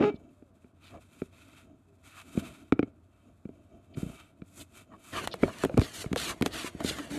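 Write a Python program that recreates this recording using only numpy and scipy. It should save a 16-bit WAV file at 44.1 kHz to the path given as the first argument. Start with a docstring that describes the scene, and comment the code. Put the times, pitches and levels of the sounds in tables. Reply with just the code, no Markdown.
"""In a quiet, dry room, a cat in a cardboard box rubs its head on the rim of a torn hole, close by.
The board creaks as it sticks and slips; dull knocks ring the wall and the hollow of the box.
Then a paw reaches out and drags over the wall in quick hissing strokes made of tiny fibre clicks.
Claws snap on the torn edge in short bursts of noise; short scuffs and claw skids sound in one band each.
"""
import sys
import numpy as np
from scipy import signal
from scipy.fft import rfft, irfft, next_fast_len
from scipy.io import wavfile
from scipy.ndimage import map_coordinates

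SR = 44100
rng = np.random.default_rng(int(sys.argv[2]) if len(sys.argv) > 2 else 0)


def master(y):
    """Save y as 16-bit WAV."""
    cut = np.clip(np.atleast_2d(y).T, -1, 1)
    pcm = np.round(cut * 32767)  # scale
    wavfile.write(sys.argv[1], SR, pcm.astype(np.int16))


N = 316638
TIME = np.arange(N) / SR
PAW_OUT_S = 5.11  # the head withdraws and the paw takes over


def from_db(db):
    """Turn decibels into gain."""
    return 10 ** (np.asarray(db) / 20)


def rms_one(x):
    """Scale to an average (rms) level of 1."""
    return x / np.sqrt(np.mean(x ** 2) + 1e-20)


def peak_one(x):
    """Scale to a peak of 1."""
    return x / (np.abs(x).max() + 1e-20)


def in_time(rows):
    """A gate that is open while the curve lasts, then each column at every sample."""
    s, *columns = np.transpose(rows)
    gate = np.interp(TIME, [s[0] - .03, s[0], s[-1], s[-1] + .03], [0, 1, 1, 0])
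    return [gate] + [np.interp(TIME, s, column) for column in columns]


def add(out, s, sound):
    """Mix a short sound in at time s."""
    start = int(np.clip(round(s * SR), 0, N - 1))
    out[start:start + len(sound)] += sound[:N - start]


def butter(x, hz, kind, order=2):
    """Butterworth filter running forward in time."""
    safe_hz = np.clip(hz, 10, .45 * SR)
    return signal.sosfilt(signal.butter(order, safe_hz, kind, fs=SR, output="sos"), x)


def coloured(x, spectrum):
    """Give a signal a spectrum drawn on a log-frequency axis; rms 1."""
    size = next_fast_len(len(x))
    hz, level_db = np.transpose(spectrum)
    bins_hz = np.maximum(np.arange(size // 2 + 1) * SR / size, 1)
    gain = from_db(np.interp(np.log(bins_hz), np.log(hz), level_db))
    return rms_one(irfft(rfft(x, size) * gain, size)[:len(x)])


def resonate(x, hz, width):
    """One resonance with gain 1 at its top; a narrower one rings longer."""
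    r = np.exp(-np.pi * width / SR)
    top = np.array([1, 0, -1]) * (1 - r * r) / 2
    return signal.lfilter(top, [1, -2 * r * np.cos(2 * np.pi * hz / SR), r * r], x)


def drift(rate):
    """Slow random wander of spread 1, with about rate turns a second."""
    knots = rng.standard_normal(N // 20)
    return rms_one(np.interp(TIME * rate, np.arange(len(knots)), knots))


# Colour of the room noise: pitch_hz, level_db per Hz
ROOM_COLOUR = [(25, -12), (81, 0.5), (278, -13), (469, -25), (625, -15), (812, -23), (1330, -20),
               (2030, -38.5), (2370, -48.5), (13000, -52)]


def room(noise_db=-66.5, drone_hz=91, drone_db=-65):
    """Faint room noise with a low drone, made by a narrow resonance of noise."""
    drone = rms_one(resonate(rng.standard_normal(N), drone_hz, 8.9))
    noise = coloured(rng.standard_normal(N), ROOM_COLOUR)
    return from_db(noise_db) * noise + from_db(drone_db) * drone


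def walls(x, t60=0.34, wet_db=-32, dull_hz=3500):
    """The room answers with a faint, dull, diffuse tail: noise that falls 60 dB in t60 seconds."""
    t = np.arange(SR // 2) / SR
    tail = butter(rng.standard_normal(len(t)), dull_hz, "low", order=1)
    tail = tail * from_db(-60 * t / t60) * (t > .008)  # the first 8 ms are left empty
    return from_db(wet_db) * signal.fftconvolve(x, tail / np.sqrt(np.sum(tail ** 2)))[:N]


# Faint tones: middle_s, half_length_s, pitch_hz, level_db
THIN_TONES = [(.42, 0.12, 597, -69.5), (1.911, 0.054, 403, -65.5)]


def thin_tones(sink_s=0.175):
    """A faint, nearly pure tone swells, holds its pitch to the middle and then sinks as it fades."""
    out = np.zeros(N)
    for s, half_length, hz, level_db in THIN_TONES:
        t = np.arange(-half_length, half_length, 1 / SR)
        pitch = hz / (1 + (np.maximum(t, 0) / sink_s) ** 2)
        swell = np.cos(np.pi / 2 * t / half_length)
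        tone = np.sqrt(2) * np.sin(2 * np.pi * np.cumsum(pitch) / SR)
        add(out, s - half_length, from_db(level_db) * swell * tone)
    return out


# Resonances of the hollow box: pitch_hz, width_hz (before any narrowing), level_db
CAVITY = [(652, 65, 1.5), (1253, 110, 2), (1416, 190, -4), (2306, 30, 3), (2646, 85, -3), (3120, 63, -2),
          (3713, 160, -12), (6800, 390, -10)]


def hollow(x, narrow=1):
    """Pass a sound through the resonances of the box, neighbours with opposite sign."""
    out = 0
    for k, (hz, width, level_db) in enumerate(CAVITY):
        out = out + (-1) ** k * from_db(level_db) * resonate(x, hz, narrow * width)
    return out


def wall_rumble(spectrum):
    """The low noise of the shaken wall; rms 1."""
    low = butter(coloured(rng.standard_normal(N), spectrum), 890, "low", order=4)
    return rms_one(butter(low, 21, "high"))


def fibre_catches(per_s, spread_db):
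    """Hairs catch on paper fibres: a dense train of tiny clicks of uneven size."""
    born = rng.random(N) < per_s / SR
    return born * rng.standard_normal(N) * from_db(spread_db * drift(900))


def paw_is_out(handover_s=0.04):
    """0 while the head is at the hole, 1 once the paw is outside."""
    return np.clip((TIME - PAW_OUT_S) / handover_s + .5, 0, 1)


# Soft low swells of the box (weight shifts, a small tap and some bumping):
# middle_s, half_length_s, level_db
SWELLS = [(0.238, 0.21, -55.5), (0.955, 0.094, -48.5), (1.69, 0.19, -57.5), (2.878, 0.021, -47.5),
          (3.283, 0.088, -56.5), (3.562, 0.23, -59), (3.757, 0.12, -54), (4.033, 0.28, -49),
          (4.933, 0.13, -53)]
# Colour of the wall shaken from inside by the head: pitch_hz, level_db per Hz
HEAD_RUMBLE = [(40, -2.5), (92, -2), (150, -3), (285, 5.5), (400, -5.5), (520, -14), (660, -1), (800, -22)]


def low_swells(scuff_db=-20):
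    """Weight shifts, a small tap and bumping: soft low noise with a little scuffing through the hollow."""
    scuff = rms_one(hollow(fibre_catches(per_s=3700, spread_db=3.5)))
    flex = wall_rumble(HEAD_RUMBLE) + from_db(scuff_db) * scuff
    swell = 0
    for s, half_length, level_db in SWELLS:
        away = np.clip((TIME - s) / half_length, -1, 1)
        swell = swell + from_db(level_db) * np.cos(np.pi / 2 * away) ** 4
    return swell * flex


# Single slips before the creak settles on a pitch: start_s, peak_db
SLIPS = [(.0046, -31.5), (0.0178, -32), (0.0238, -22), (.0263, -19.5), (0.033, -27), (0.041, -20.5)]


def first_slips(low_hz=400, high_hz=2700, cavity_db=-5):
    """The board lets go in single, unevenly spaced jerks; each is a dull pulse that rings the box."""
    out, click = np.zeros(N), signal.unit_impulse(SR // 20)
    pulse = peak_one(butter(click, [low_hz, high_hz / 2], "band", order=1))
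    jerk = pulse + from_db(cavity_db) * peak_one(hollow(click))
    jerk = peak_one(butter(jerk, high_hz, "low", order=4))
    for s, peak_db in SLIPS:
        add(out, s, from_db(peak_db) * jerk)
    return out


def stick_slip(rows, soft_hz, ring_db, grit_db, shudder_db, rasp_db, narrow=0.33, jitter=0.09,
               uneven_db=2.0, shudder_hz=225, dull_hz=2600, limp=0.3):
    """The dragged board lets go in a sawtooth; slips ring the box, uneven ones make the wall shudder."""
    gate, rate, level_db, rough = in_time(rows)
    cycles = np.cumsum(rate * (1 + jitter * rough * drift(500))) / SR
    phase = cycles % 1
    force = gate * from_db(level_db + uneven_db * rough * drift(370))
    force = force * (1 + limp * rough * np.cos(np.pi * cycles))  # strong and weak slips alternate
    flex = rms_one(butter(butter(phase - .5, soft_hz, "low"), 140, "high"))
    grit = rng.standard_normal(N) * (1 - phase) ** 2  # fibres scuff just after each slip
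    jumps = np.maximum(-np.diff(phase, prepend=0), 0)
    slips = rms_one(jumps + from_db(grit_db) * grit)
    shudder = resonate(rng.standard_normal(N), shudder_hz, 210)
    shudder = rough * rms_one(resonate(shudder, shudder_hz, 210))
    ring = butter(hollow(force * slips, narrow), dull_hz, "low")
    rasp = rms_one(butter(slips, [1100, 2900], "band", order=2))
    board = flex + from_db(shudder_db) * shudder + from_db(rasp_db) * rasp
    return force * board + from_db(ring_db) * ring


# Stick-slip of the board at the start: start_s, slips_per_s, level_db of the flexing, roughness (0-1)
CREAK = [(0, 253, -29.5, 0.37), (.024, 450, -25.5, 0.7), (.04, 414, -23, 0.4), (.07, 414, -23.5, 0.22),
         (.096, 415, -28.5, 0.08), (.11, 240, -41, 0.47), (.135, 450, -52.5, 0.15)]


def creak():
    """Slips follow so fast that the board sounds a pitch, with a strong ring of the box."""
    return stick_slip(CREAK, soft_hz=485, ring_db=2.5, grit_db=-13.5, shudder_db=5.5, rasp_db=-23.5,
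                      narrow=0.45, dull_hz=2950)


# Stick-slip of the board near the end: start_s, slips_per_s, level_db of the flexing, roughness (0-1)
JUDDER = [(7.005, 295, -36, 0.2), (7.03, 287, -53, 0.77), (7.09, 285.5, -56, 0.33),
          (7.135, 285.6, -36.5, 0.16), (7.18, 309, -41.5, 0.78)]


def judder():
    """A softer, lower stick-slip with little ring of the box."""
    return stick_slip(JUDDER, soft_hz=278, ring_db=-15, grit_db=-14, shudder_db=7, rasp_db=-24)


def ringing(modes, contact_s, stiffen=0, relax_s=0.0039):
    """Struck modes of uneven strength; long contact swells slowly; a dent starts sharp, relaxes; peak 1."""
    t, out = np.arange(SR // 6) / SR, 0
    warped = t - contact_s + stiffen * relax_s * (1 - np.exp(-t / relax_s))
    for hz, level_db, t60 in modes:
        gain = from_db(level_db + 2.5 * rng.standard_normal() - 60 * t / t60)
        out = out + gain * np.sin(2 * np.pi * hz * warped)
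    return peak_one(out * np.minimum(t / contact_s, 1) ** 2)


# Colour of snapping fibres: pitch_hz, level_db per Hz
SNAP_COLOUR = [(300, 4), (900, 4.5), (1800, -3), (3800, -7.5), (5300, -12.5), (7200, -9.5), (13000, -16.5)]


def crack(fast_t60, ring_hz, ring_db=-3, rise_s=0.00049, tail_db=-22, tail_t60=0.055):
    """Paper fibres give way: a burst of a few milliseconds rings the flap, then a short tail; peak 1."""
    t = np.arange(SR // 20) / SR
    decay = from_db(-60 * t / fast_t60) + from_db(tail_db - 60 * t / tail_t60)
    fibres = coloured(rng.standard_normal(len(t)), SNAP_COLOUR) * decay * np.minimum(t / rise_s, 1)
    flap = rms_one(resonate(fibres, ring_hz, 1.2 * ring_hz))
    return peak_one(rms_one(fibres) + from_db(ring_db) * flap)


# Blows on the box wall: start_s, level_db (before the thud and crack gains),
# pitch_hz of the wall at that spot, clack_db relative to level_db
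KNOCKS = [(0.005, -21.5, 236, -14), (0.14, -29, 260, -24), (0.423, -42.5, 305, -15.5),
          (0.6436, -44.5, 283, -11), (1.2182, -21, 285, -15), (2.351, -32, 281, -27),
          (2.374, -14.5, 240, -19), (2.7226, -8.5, 309, -8), (2.792, -11.5, 333, -10.5),
          (2.828, -17, 309, -11), (3.453, -28.5, 230, -22), (3.49, -33.5, 296, -22),
          (3.971, -26, 168, -15.5), (3.979, -26.5, 180, -17), (4.029, -21.5, 204, -35),
          (4.062, -28.5, 182, -32), (4.097, -32.5, 178, -13), (4.419, -32, 208.5, -11.5),
          (5.34, -29.5, 515, 0), (5.4297, -12.5, 280, -23), (5.434, -10, 421, -4), (5.479, -29, 707, -6),
          (5.637, -14.5, 428, -13), (5.648, -20.5, 508, -13), (5.655, -17.5, 300, -28),
          (5.695, -27, 590, -9), (5.741, -22, 210, -13.5), (5.771, -15.5, 274, -11), (5.775, -12, 498, -36),
          (5.78, -12, 307, -17), (5.787, -10, 108, -25), (5.816, -20.5, 315, -19), (6.042, -29, 475, -5),
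          (6.06, -26, 149, -8), (6.114, -22, 205, -24), (6.13, -19.5, 301, -9), (6.161, -20.5, 538, -8),
          (6.411, -16.5, 260, -39), (6.424, -17, 324, -14), (6.462, -19, 303, -25), (6.643, -27, 336, -20),
          (6.748, -29.5, 205, -28), (6.845, -18.5, 280, -12), (6.908, -27.5, 362, -20),
          (7.111, -31.5, 190, -7)]
# Bending modes of the wall: multiple of its pitch, level_db, t60_s (before the paw's damping)
WALL = [(0.362, -16.5, 0.11), (0.62, -8.5, 0.05), (0.858, 4, 0.041), (1.279, -4, 0.037),
        (2.1, -17.5, 0.046)]
# Higher modes of the stiff board: pitch_hz (varied a little per blow), level_db, t60_s (before damping)
BOARD = [(1343, 17.5, 0.013), (2310, 11, 0.026), (2540, 5, 0.009)]


def knocks(thud_db=2.0, crack_db=-7, thud_swell_s=0.00329, clack_swell_s=0.000666,
           paw_damping=0.95, pad_hz=2200, crack_top_hz=4300, stiffen=0.24):
    """High bending waves run faster, so a clack leads each dull thud; the paw stays on and damps it."""
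    out = np.zeros(N)
    for s, level_db, hz, clack_db in KNOCKS:
        outside = s > PAW_OUT_S
        spot = 1 + 0.025 * rng.standard_normal()
        ring = paw_damping if outside else 1
        wall_modes = [(k * hz, db, ring * t60) for k, db, t60 in WALL]
        board_modes = [(f * spot, db, ring * t60) for f, db, t60 in BOARD]
        thud = ringing(wall_modes, thud_swell_s, stiffen)
        clack = ringing(board_modes, clack_swell_s)
        if outside:
            clack = butter(clack, pad_hz, "low")  # the soft pad dulls the clack
        add(out, s, from_db(level_db) * (from_db(thud_db) * thud + from_db(clack_db) * clack))
        fibres = butter(crack(fast_t60=0.0094, ring_hz=BOARD[2][0]), crack_top_hz, "low")
        add(out, s, from_db(level_db + clack_db + crack_db) * fibres)
    return out


# Colour of the wall shaken from outside by the paw: pitch_hz, level_db per Hz
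PAW_RUMBLE = [(30, -10), (75, 2.5), (150, -2), (250, -0.5), (340, 1), (520, -8), (670, -0.5), (800, -12.5)]


def aftershake(share_db=-20, rise_s=0.00056, t60=0.22, dull_hz=460):
    """Each blow of the paw leaves the loose wall shaking for a moment, as fading low noise."""
    t, power = np.arange(SR // 2) / SR, np.zeros(N)
    for s, level_db, _, _ in KNOCKS:
        if s > PAW_OUT_S:
            shake = from_db(level_db + share_db - 60 * t / t60) * np.minimum(t / rise_s, 1)
            add(power, s, shake ** 2)
    return np.sqrt(power) * butter(wall_rumble(PAW_RUMBLE), dull_hz, "low")


# Claws and fibres snapping on the edge: start_s, level_db (before the overall gain),
# pitch_hz of the torn flap
SNAPS = [(5.274, -18, 1700), (5.34, -27, 800), (5.6362, -16.5, 1330), (5.6488, -21.5, 1892),
         (5.7757, -23, 1360), (5.795, -23.5, 1700), (5.815, -21, 1804), (6.1291, -24.5, 2210),
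         (6.16, -19, 905), (6.411, -28, 804), (6.4228, -18, 2520), (6.4609, -13, 2000),
         (6.805, -28.5, 1290), (6.986, -25.5, 1360)]


def snaps(gain_db=1):
    """A claw catches on the torn edge and tears free with a crack."""
    out = np.zeros(N)
    for s, level_db, hz in SNAPS:
        add(out, s, from_db(level_db + gain_db) * crack(fast_t60=0.0081, ring_hz=hz))
    return out


# Short scuffs and claw skids, each in one band: middle_s, length_s, level_db, pitch_hz at the middle
SCUFFS_AND_SKIDS = [(0.158, 0.02, -61.5, 3600), (0.87, 0.07, -63.5, 3350), (0.937, 0.072, -59.5, 1140),
                    (0.963, 0.055, -50.5, 640), (2.173, 0.085, -57, 1270), (3.945, 0.015, -58.5, 2790),
                    (4.615, 0.028, -51, 3360), (4.937, 0.052, -54.5, 980), (5.171, 0.072, -38.5, 1160),
                    (5.18, 0.1, -45, 2640), (5.331, 0.034, -44.5, 3850), (5.498, 0.019, -38.5, 1140),
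                    (5.834, 0.049, -44, 3700), (6.189, 0.041, -39.5, 3700), (6.241, 0.081, -40.5, 3370),
                    (6.316, 0.055, -44, 1130), (6.581, 0.11, -42, 3480), (6.661, 0.071, -58, 1480),
                    (6.88, 0.062, -37.5, 3450), (6.992, 0.016, -39, 1330)]


def scuffs_and_skids(width_share=0.6, fall_octaves_per_s=2.4, flute_s=0.0017, reflection=0.5, top_hz=5200):
    """Gritty catches in one broad resonance, with an echo in the flutes; the pitch sinks all along."""
    out = np.zeros(N)
    catches = fibre_catches(per_s=3500, spread_db=3.0) * from_db(2.1 * drift(70))
    catches = catches + reflection * np.roll(catches, int(flute_s * SR))
    for s, length, level_db, hz in SCUFFS_AND_SKIDS:
        t = np.arange(-length, length, 1 / SR)
        width = width_share * hz
        rasp = resonate(resonate(catches, hz, width), hz, width)
        # reading the rasp ever more slowly lowers its pitch
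        travelled = (s - length) * SR + np.cumsum(2 ** (-fall_octaves_per_s * t))
        slowed = np.interp(travelled, np.arange(N), rasp)
        sinking = rms_one(butter(slowed, top_hz, "low", order=8))
        add(out, s - length, from_db(level_db) * sinking * np.exp(-(2 * t / length) ** 4))
    return out


def strokes(rows, attack_s, release_s, struck_attack_s=0.02):
    """Power of rasp, hiss and push: strokes grow (abruptly at a blow), hold with a swell or sag, and die."""
    rasp = hiss = push = 0
    for s, hold_s, level_db, swell_db, hiss_db, push_db in rows:
        struck = any(abs(s - knock[0]) < .03 for knock in KNOCKS)
        grow_s = struck_attack_s if struck else attack_s
        along = np.clip((TIME - s) / hold_s, 0, 1)
        fade = np.maximum(s - TIME, 0) / grow_s + np.maximum(TIME - s - hold_s, 0) / release_s
        # 20 dB per attack or release time
        shape = from_db(swell_db * (along - .5) - 20 * np.minimum(fade, 10)) ** 2
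        rasp = rasp + shape * from_db(level_db) ** 2
        hiss = hiss + shape * from_db(level_db + hiss_db) ** 2
        push = push + shape * from_db(push_db) ** 2
    return rasp, hiss, push


def rubbing(powers, rasp, hiss, rumble, rest_db, rest_hiss_db, rest_rumble_db, flutter_db, lumpy_db):
    """Strokes rasp, hiss and shake the wall; fur still rustles between them; pressure flutters."""
    rests = from_db([rest_db, rest_hiss_db, rest_rumble_db])
    rasp_gain, hiss_gain, wall_gain = [np.sqrt(power + rest ** 2) for power, rest in zip(powers, rests)]
    rasp = rms_one(butter(rasp, [800, 5000], "band", order=4))
    hiss = rms_one(butter(hiss, [5000, 14000], "band", order=4))
    friction = from_db(flutter_db * drift(45)) * (rasp_gain * rasp + hiss_gain * hiss)
    return friction + wall_gain * from_db(lumpy_db * drift(25)) * rumble


# The head slides along the rim: start_s, hold_s, level_db, swell_db over the hold,
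# hiss_db relative to the rasp, push_db on the wall
HEAD_STROKES = [(.85, 0.11, -63, -9, -9, -71), (1.01, 0.25, -67.5, 6.5, -4.5, -68),
                (1.33, 0.29, -62, 5, -9, -65), (2.08, 0.14, -57, 0, -7.5, -67),
                (2.26, .14, -58, 13, -3, -52), (2.43, 0.27, -62.5, -25, -7, -58.5),
                (3.972, 0.19, -60, 1, -2, -53), (4.2, 0.14, -69, -22.5, -6.5, -69),
                (4.53, 0.087, -59, 13.5, 1.5, -56), (4.77, 0.047, -58.5, 0.5, -3, -55),
                (5.03, 0.11, -54.5, 17.5, -0.5, -57)]
# Colour of fur on the rim: pitch_hz, level_db per Hz
HEAD_COLOUR = [(530, -60), (900, -4), (1290, -3), (1650, -10), (2600, 2), (2840, -46), (3180, -3.5),
               (5440, -18.5), (7110, -8), (13000, -15.5)]


def head_rub(cavity_db=1, wander_db=2.5):
    """Fur heard directly and through the hollow; the balance between them wanders slowly at random."""
    catches = fibre_catches(per_s=11000, spread_db=0.0)
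    direct = coloured(catches, HEAD_COLOUR)
    rasp = direct + from_db(cavity_db + wander_db * drift(5)) * rms_one(hollow(catches))
    powers = strokes(HEAD_STROKES, attack_s=0.08, release_s=0.029)
    fur = rubbing(powers, rasp, direct, wall_rumble(HEAD_RUMBLE), rest_db=-80.5, rest_hiss_db=-85.0,
                  rest_rumble_db=-66.5, flutter_db=2.5, lumpy_db=2.5)
    return fur * (1 - paw_is_out())


# The paw drags over the outside: start_s, hold_s, level_db, swell_db over the hold,
# hiss_db relative to the rasp, push_db on the wall
PAW_STROKES = [(5.132, 0.12, -44, -4.5, -4, -43.5), (5.423, 0.15, -53, -5, -5, -55.5),
               (5.586, 0.051, -46, 7.5, -4, -67), (5.81, 0.12, -51.5, -7.5, -1, -71),
               (5.941, 0.08, -50, 2.5, 7, -52), (6.175, 0.13, -43, 6, 0.5, -46),
               (6.46, 0.018, -51, -2, -2, -43), (6.536, 0.14, -43, -2, -3, -45.5),
               (6.8, 0.0092, -46.5, 7, -10, -42), (6.841, 0.053, -46.5, 10.5, 5, -50),
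               (6.918, 0.16, -47.5, -10.5, -4, -57), (7.108, 0.11, -48.5, 2.5, -0.5, -47.5)]
# Colour of fur and claws on the wall: pitch_hz, level_db per Hz
PAW_COLOUR = [(470, -46), (800, 11.5), (1160, 8), (1920, 10), (2510, 5.5), (2920, 5), (3560, -3.5),
              (4390, -9.5), (5050, -22.5), (6610, -20), (9490, -22.5), (13000, -29.5)]


def paw_rub(travel=0.08, reflection=0.42, stretch_per_s=1.7, claw_db=-10):
    """Fur and claw tips drag; the gap between leg and wall opens in each stroke, so the colour falls."""
    fur_catches = rms_one(fibre_catches(per_s=24000, spread_db=-0.5))
    claw_catches = rms_one(fibre_catches(per_s=570, spread_db=-4.5))
    direct = near = coloured(fur_catches + from_db(claw_db) * claw_catches, PAW_COLOUR)
    starts = np.array([row[0] for row in PAW_STROKES])
    age_s = np.maximum(TIME - starts[np.searchsorted(starts, TIME) - 1], 0)
    for echo_s in (.0006, .0014, .0031):  # echoes in the gap, later as it opens
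        lag = echo_s * np.exp(travel * drift(6) + stretch_per_s * age_s)
        near = near + reflection * map_coordinates(direct, [(TIME - lag) * SR], order=3)
    powers = strokes(PAW_STROKES, attack_s=0.024, release_s=0.041)
    fur = rubbing(powers, near, near, wall_rumble(PAW_RUMBLE), rest_db=-63.5, rest_hiss_db=-67.5,
                  rest_rumble_db=-51.5, flutter_db=1.6, lumpy_db=3)
    return fur * paw_is_out()


def scene():
    """Nearly everything sounds at the box; the room adds a short tail, thin tones and faint noise."""
    board = creak() + judder() + first_slips() + low_swells()
    blows = knocks() + aftershake() + snaps()
    contact = head_rub() + paw_rub() + scuffs_and_skids()
    box = board + blows + contact
    return (box + walls(box) + thin_tones() + room())[None]


def record(dry, cutoff_hz=13300):
    """The microphone drops the deep bass; the top is cut steeply."""
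    thin = butter(dry, 44, "high", order=3)
    return signal.sosfilt(signal.ellip(10, .2, 80, cutoff_hz, fs=SR, output="sos"), thin)


dry = scene()
out = record(dry)
master(out)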